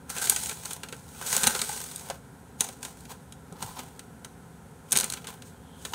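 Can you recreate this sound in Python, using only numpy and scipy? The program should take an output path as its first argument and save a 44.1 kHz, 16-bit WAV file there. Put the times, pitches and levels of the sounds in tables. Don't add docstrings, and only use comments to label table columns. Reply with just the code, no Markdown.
import sys
import numpy as np
from scipy import signal
from scipy.fft import rfft, irfft, next_fast_len
from scipy.io import wavfile

SR = 44100
rng = np.random.default_rng(int(sys.argv[2]) if len(sys.argv) > 2 else 0)


def wav_record(signal):
    frames = np.transpose(np.atleast_2d(signal))
    bounded = np.clip(frames, -1, 1)
    quanta = np.round(bounded * 32767).astype(np.int16)
    wavfile.write(sys.argv[1], SR, quanta)


N = 262073

# (frequency [Hz], relative level [dB])
HISS_SPECTRUM = [(1500, -11), (3000, -6.5), (4200, -4), (5400, -5.5), (6500, -0.5), (8500, 2), (10000, -3),
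                 (11200, -9.5), (13000, -7.5), (15500, -9.5)]


def from_db(db):
    return 10 ** (np.asarray(db) / 20)


def unit_rms(x):
    return x / np.sqrt(np.mean(x ** 2) + 1e-20)


def in_time(rows):
    times, *columns = np.transpose(rows)
    return [np.interp(np.arange(N) / SR, times, column) for column in columns]


def at_hz(points, hz):
    known_hz, values = np.transpose(points)
    return np.interp(np.log(np.maximum(hz, 1)), np.log(known_hz), values)


def coloured(x, spectrum):
    size = next_fast_len(N)
    hz = np.arange(size // 2 + 1) * SR / size
    return unit_rms(irfft(rfft(x, size) * from_db(at_hz(spectrum, hz)), size)[:N])


def noise(spectrum):
    return coloured(rng.standard_normal(N), spectrum)


def add(track, time_s, sound):
    start = max(0, round(time_s * SR))
    track[start:start + len(sound)] += sound[:max(0, N - start)]


def fan(air_db=-47.5, hum_hz=165.8, hum_db=-58):
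    # (frequency [Hz], relative level [dB])
    air_spectrum = [(15, -37.5), (25, -30.5), (45, -15.5), (70, 2.5), (100, -3.5), (140, 1.5), (200, -2.5),
                    (255, 0), (450, -7), (900, -12), (1450, -14), (1900, -24.5), (5200, -33), (8300, -26),
                    (15500, -38)]
    hum = np.sqrt(2) * np.sin(2 * np.pi * hum_hz * np.arange(N) / SR)
    return from_db(air_db) * noise(air_spectrum) + from_db(hum_db) * hum


def hand_inside(hiss_boost_db=4, panel_boost_db=1, fade_s=.012):
    # (time [s], hiss level [dB], panel level [dB]), before the boosts
    rummage = [(0.09, -56, -57.5), (0.152, -43.5, -56), (0.272, -34.5, -56), (0.318, -36, -46.5),
               (0.372, -37, -49.5), (0.484, -39.5, -57), (0.716, -63.5, -55), (0.916, -58, -56),
               (1.07, -58.5, -71)]
    pull = [(1.07, -59.5, -63.5), (1.224, -45.5, -44), (1.328, -32.5, -40.5), (1.428, -34, -38.5),
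            (1.504, -37.5, -41.5), (1.746, -40.5, -48), (1.972, -48.5, -54.5), (2.096, -52.5, -48.5),
            (2.18, -67, -62)]
    t, path = np.arange(N) / SR, np.vstack([rummage, pull])
    hiss_db, panel_db = in_time(path)
    outside_s = np.abs(t - np.clip(t, path[0, 0], path[-1, 0]))
    return np.exp(-outside_s / fade_s) * from_db([hiss_db + hiss_boost_db, panel_db + panel_boost_db])


def sliding():
    # (peak time [s], hiss level [dB], rise [s], fall [s], panel re hiss [dB])
    slips = [(.096, -33, 0.0023, 0.028, -21.5), (.222, -25, 0.0064, 0.013, -16),
             (.5, -40, 0.018, 0.017, -0.5), (.72, -40.5, 0.13, .04, -10),
             (1.265, -26.5, 0.0031, 0.033, -13.5), (1.351, -27.5, 0.062, 0.033, -11.5),
             (2.625, -38, 0.027, 0.058, -6), (2.848, -41.5, 0.025, 0.051, -5.5),
             (3.01, -54, .06, 0.091, -8), (3.113, -44, 0.02, .022, -3.5), (3.64, -44.5, 0.038, 0.14, -4),
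             (3.798, -55, .02, 0.074, 6), (4.99, -36.5, 0.066, 0.092, 2), (5.17, -56, .025, 0.024, 10),
             (5.29, -49.5, 0.013, 0.063, 3.5), (5.47, -50, 0.023, .04, -10), (5.89, -47, 0.096, 0.18, -8)]
    t, power = np.arange(N) / SR, hand_inside() ** 2
    for peak_s, hiss_db, rise_s, fall_s, panel_db in slips:
        exponent = np.where(t < peak_s, ((t - peak_s) / rise_s) ** 2, (t - peak_s) / fall_s)
        swell = np.exp(-np.minimum(exponent, 20))
        power = power + (from_db([[hiss_db], [hiss_db + panel_db]]) * swell) ** 2
    return np.sqrt(power)


def wrinkles(per_s, spread_db=6.0):
    gives_way = rng.random(N) < per_s / SR
    return gives_way * from_db(spread_db * np.minimum(rng.exponential(1, N), 3.5)) ** 2


def crackle(energy, decay_s, spectrum):
    flutter_power = signal.lfilter([1], [1, -np.exp(-1 / (decay_s * SR))], energy + 1e-18)
    return coloured(np.sqrt(flutter_power) * rng.standard_normal(N), spectrum)


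def rustle(grain_db=-4.5, friction_db=-4.0, panel_grain_db=-1.5, panel_friction_db=-8.0):
    # (frequency [Hz], relative level [dB])
    panel_spectrum = [(20, -31.5), (70, -25), (160, -3), (280, -0.5), (480, 5), (850, 2), (1100, 6),
                      (1480, -3.5), (1850, -8), (2800, -2), (5000, -11.5)]
    # (frequency [Hz], bandwidth [Hz])
    cavity_modes = [(850, 205), (1490, 210)]
    # (time [s], lower mode gain [dB], upper mode gain [dB])
    cavity_gains = [(.2, 8, 24.5), (.7, 3, -7), (1.4, -4.5, 15), (1.9, -0.5, 3), (3.699, 3, -20),
                    (5.0, -11.5, -1.5), (5.9, 0.5, 0)]
    hiss_gain, panel_gain = sliding()
    energy = wrinkles(per_s=380)
    hiss = from_db(grain_db) * crackle(energy, decay_s=.0018, spectrum=HISS_SPECTRUM)
    hiss += from_db(friction_db) * noise(HISS_SPECTRUM)
    panels = from_db(panel_grain_db) * crackle(energy, decay_s=.0025, spectrum=panel_spectrum)
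    panels += from_db(panel_friction_db) * noise(panel_spectrum)
    air = sum(from_db(gain_db) * signal.lfilter(*signal.iirpeak(hz, hz / width_hz, fs=SR), panels)
              for (hz, width_hz), gain_db in zip(cavity_modes, in_time(cavity_gains)))
    return hiss_gain * hiss + panel_gain * (panels + air)


def wide_hiss(above_hz=9950):
    hiss_gain, _ = hand_inside()
    highpass = signal.ellip(8, .5, 70, above_hz, "high", fs=SR, output="sos")
    top = signal.sosfilt(highpass, noise(HISS_SPECTRUM))
    return hiss_gain * top * np.array([[1], [-1]])


def burst(spectrum, tilt_db_per_octave, rise_s, decay_s):
    t = np.arange(4096) / SR
    hz = np.arange(len(t) // 2 + 1) * SR / len(t)
    colour = from_db(at_hz(spectrum, hz) + tilt_db_per_octave * np.log2(np.clip(hz, 2500, 11000)))
    envelope = (1 - np.exp(-(t / rise_s) ** 2)) * np.exp(-t / decay_s)
    sound = envelope * irfft(rfft(rng.standard_normal(len(t))) * colour)
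    return sound * np.sqrt(SR / 1000 / np.sum(sound ** 2))


def snaps(strain_db=-15.5, strain_s=.0037, crack_db=1.0, panel_ring_s=.0049):
    # (time [s], base level [dB], fold size [0-1])
    creases = [ (.163, -33, 0.9), (.172, -31.5, 0.95), (.183, -23, 0.45), (0.271, -24.5, 0.72),
               (.297, -6, 0.04), (0.3618, -17, 0.46), (.459, -24, 0.34), (.494, -23, 0.56),
               (0.511, -31.5, 0.87), (0.6552, -25, 0.53), (0.708, -30, 0.74), (.732, -24.5, 0.03),
               (.833, -28.5, 0.75), (0.8861, -35, 0.63), (0.9251, -30.5, 0.81), (1.3651, -11.5, 0.26),
               (1.4332, -14.5, 0.58), (1.4391, -14.5, 0.53), (1.464, -20, 0.88), (1.47, -8, 0.31),
               (1.4743, -11, 0.39), (1.5498, -21, 0.68), (1.591, -23.5, .65), (1.6162, -15.5, 0.47),
               (1.96, -25.5, 0), (2.0998, -26, 0.76), (2.607, -10, 0.29), (2.688, -31, 0.63),
               (2.829, -27.5, 0.41), (2.8496, -27.5, 0.65), (3.0526, -40, 0.69), (3.3229, -36.5, 0.51),
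               (3.5247, -41.5, 0.3), (3.625, -25, 0.5), (3.791, -30.5, 0.65), (3.9929, -33, 0.62),
               (4.2464, -31, 0.6), (4.909, -31.5, 0.2), (4.9201, -12, 0.3), (4.9263, -11.5, 0),
               (4.9284, -21.5, 0.73), (4.9547, -19.5, 0.67), (4.9627, -14, 0.5), (4.9723, -9.5, .15),
               (4.9867, -15, 0.2), (4.9996, -18, 0.3), (5.0089, -16.5, 0.34), (5.031, -26.5, 0.93),
               (5.0423, -18, 0), (5.1004, -22.5, 0.17), (5.1229, -23.5, 0.33), (5.136, -24, 0.56),
               (5.169, -39, .95), (5.243, -38, 0.9), (5.27, -29.5, 0.64), (5.278, -35.5, 0.85),
               (5.421, -37.5, 0.65), (5.8505, -25.5, 0.72), (5.9352, -25, 0.9), (5.9402, -14, 0.6)]
    # (frequency [Hz], relative level [dB])
    crack_spectrum = [(1500, -17.5), (3000, -5.5), (4200, -1.5), (5400, -7.5), (6500, 1.5), (8200, 1.5),
                      (9600, 1), (11200, -11.5), (13000, -9), (15300, -20.5), (17000, -16.5)]
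    # (frequency [Hz], relative level [dB])
    panel_spectrum = [(25, -43), (80, -34.5), (200, 2.5), (450, 0), (850, -2), (1450, 5.5), (1850, -5),
                      (2700, -0.5), (4000, -10.5), (6500, -16.5)]
    out = np.zeros(N)
    for time_s, level_db, size in creases:
        tilt_db_per_octave = 5.5 - 14 * size
        decay_s = .0018 * 4.8 ** (size ** 2)
        panel_db = -18.5 + 26 * size
        creak = burst(crack_spectrum, tilt_db_per_octave, rise_s=strain_s, decay_s=strain_s)
        crack = burst(crack_spectrum, tilt_db_per_octave, rise_s=.00048, decay_s=decay_s)
        panel = burst(panel_spectrum, 0, rise_s=.0011, decay_s=decay_s + panel_ring_s)
        add(out, time_s - strain_s, from_db(level_db + strain_db) * creak)
        add(out, time_s, from_db(level_db + crack_db) * crack)
        add(out, time_s, from_db(level_db + panel_db) * panel)
    return out


def ring(hz, t60_s, contact_s):
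    t = np.arange(SR // 3) / SR
    return from_db(-60 * t / t60_s) * (1 - np.exp(-t / contact_s)) * np.sin(2 * np.pi * hz * t)


def knocks():
    # (time [s], level [dB], frequency [Hz])
    impacts = [(.925, -35, 490), (1.431, -26, 453), (1.46, -28.5, 152), (1.468, -16.5, 824),
               (1.478, -35, 77.5), (1.694, -22.5, 836), (2.608, -44, 250), (3.517, -36, 168),
               (3.522, -34, 397), (3.625, -35.5, 181), (3.644, -30.5, 116), (3.69, -42, 68),
               (3.788, -34, 241), (4.935, -32, 139), (5.933, -21.5, 965)]
    out = np.zeros(N)
    for time_s, level_db, hz in impacts:
        t60_s = .072 * (200 / hz) ** .42
        add(out, time_s, from_db(level_db) * ring(hz, t60_s, contact_s=.0014))
    return out


def carton_taps():
    # (time [s], level [dB])
    taps = [(1.366, -27), (1.551, -30), (2.099, -27.5), (2.107, -28), (2.689, -37.5), (3.523, -41.5),
            (3.79, -35.5)]
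    # (frequency [Hz], relative level [dB])
    modes = [(385, -4), (535, 1.5), (750, 2), (860, -10), (1090, -3.5), (1287, -8), (1450, -9)]
    out = np.zeros(N)
    for time_s, level_db in taps:
        for hz, mode_db in modes:
            strength = rng.choice([-1, 1]) * from_db(level_db + mode_db + rng.normal(0, 1))
            add(out, time_s, strength * ring(hz, t60_s=.035, contact_s=.00048))
    return out


def carton_scuffs():
    # (peak time [s], level [dB], half length [s])
    swells = [(3.116, -46.5, 0.028), (3.635, -42.5, 0.015), (3.674, -47.5, 0.14), (3.791, -40, 0.019)]
    # (frequency [Hz], relative level [dB])
    scuff_spectrum = [(25, -38), (200, -3), (450, -7), (750, 1.5), (1000, 7), (1400, -3.5), (2000, -13),
                      (4000, -10.5), (9000, -17.5)]
    t = np.arange(N) / SR
    envelope = sum(from_db(level_db) * np.exp(-((t - peak_s) / half_s) ** 2)
                   for peak_s, level_db, half_s in swells)
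    return envelope * crackle(wrinkles(per_s=880), decay_s=.0035, spectrum=scuff_spectrum)


def airy_whistle(peak_s=5.78, half_s=.17, hz=3220, width_hz=660, level_db=-63.5):
    b, a = signal.iirpeak(hz, hz / width_hz, fs=SR)
    white = rng.standard_normal(N)
    tone = unit_rms(signal.lfilter(b, a, signal.lfilter(b, a, white)))
    swell = np.exp(-((np.arange(N) / SR - peak_s) / half_s) ** 2)
    return from_db(level_db) * swell * tone


def room(x, early_db=-12.0, early_s=.0076, tail_db=-14.5, gap_s=.0024):
    # (frequency [Hz], reverberation time [s])
    t60_curve = [(150, .3), (1000, 0.39), (4000, 0.22), (9000, 0.36), (16000, 0.06)]
    t = np.arange(SR // 2) / SR
    onset = 1 - np.exp(-(t / gap_s) ** 4)
    edges_hz = np.geomspace(80, 18000, 9)
    tail = 0
    for low, high in zip(edges_hz, edges_hz[1:]):
        bandpass = signal.butter(2, [low, high], "band", fs=SR, output="sos")
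        band = signal.sosfilt(bandpass, rng.standard_normal(len(t)))
        tail = tail + band * from_db(-60 * t / at_hz(t60_curve, np.sqrt(low * high)))
    early = rng.standard_normal(len(t)) * np.exp(-t / early_s)
    response = from_db(early_db) * unit_rms(early * onset) + from_db(tail_db) * unit_rms(tail * onset)
    return signal.fftconvolve(x, response / np.sqrt(len(t)))[:N]


def scene():
    near = snaps() + rustle() + knocks() + carton_taps() + carton_scuffs() + airy_whistle()
    mono = near + room(near) + fan()
    return mono + wide_hiss()


def record(dry, low_cut_hz=32, high_cut_hz=15600):
    # (frequency [Hz], bandwidth [Hz], gain [dB])
    notches = [(326.5, 108, -38), (616.5, 134, -16), (1162, 220, -13), (2680, 430, -2.5), (4880, 600, -1.5),
               (7370, 290, -12)]
    for hz, width_hz, gain_db in notches:
        b, a = signal.iirpeak(hz, hz / width_hz, fs=SR)
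        dry = dry - (1 - from_db(gain_db)) * signal.lfilter(b, a, dry)
    highpass = signal.butter(4, low_cut_hz, "high", fs=SR, output="sos")
    lowpass = signal.ellip(10, .1, 80, high_cut_hz, fs=SR, output="sos")
    clipped = np.clip(signal.sosfilt(highpass, dry), -1, 1)
    return signal.sosfilt(lowpass, clipped)


dry = scene()
out = record(dry)
wav_record(out)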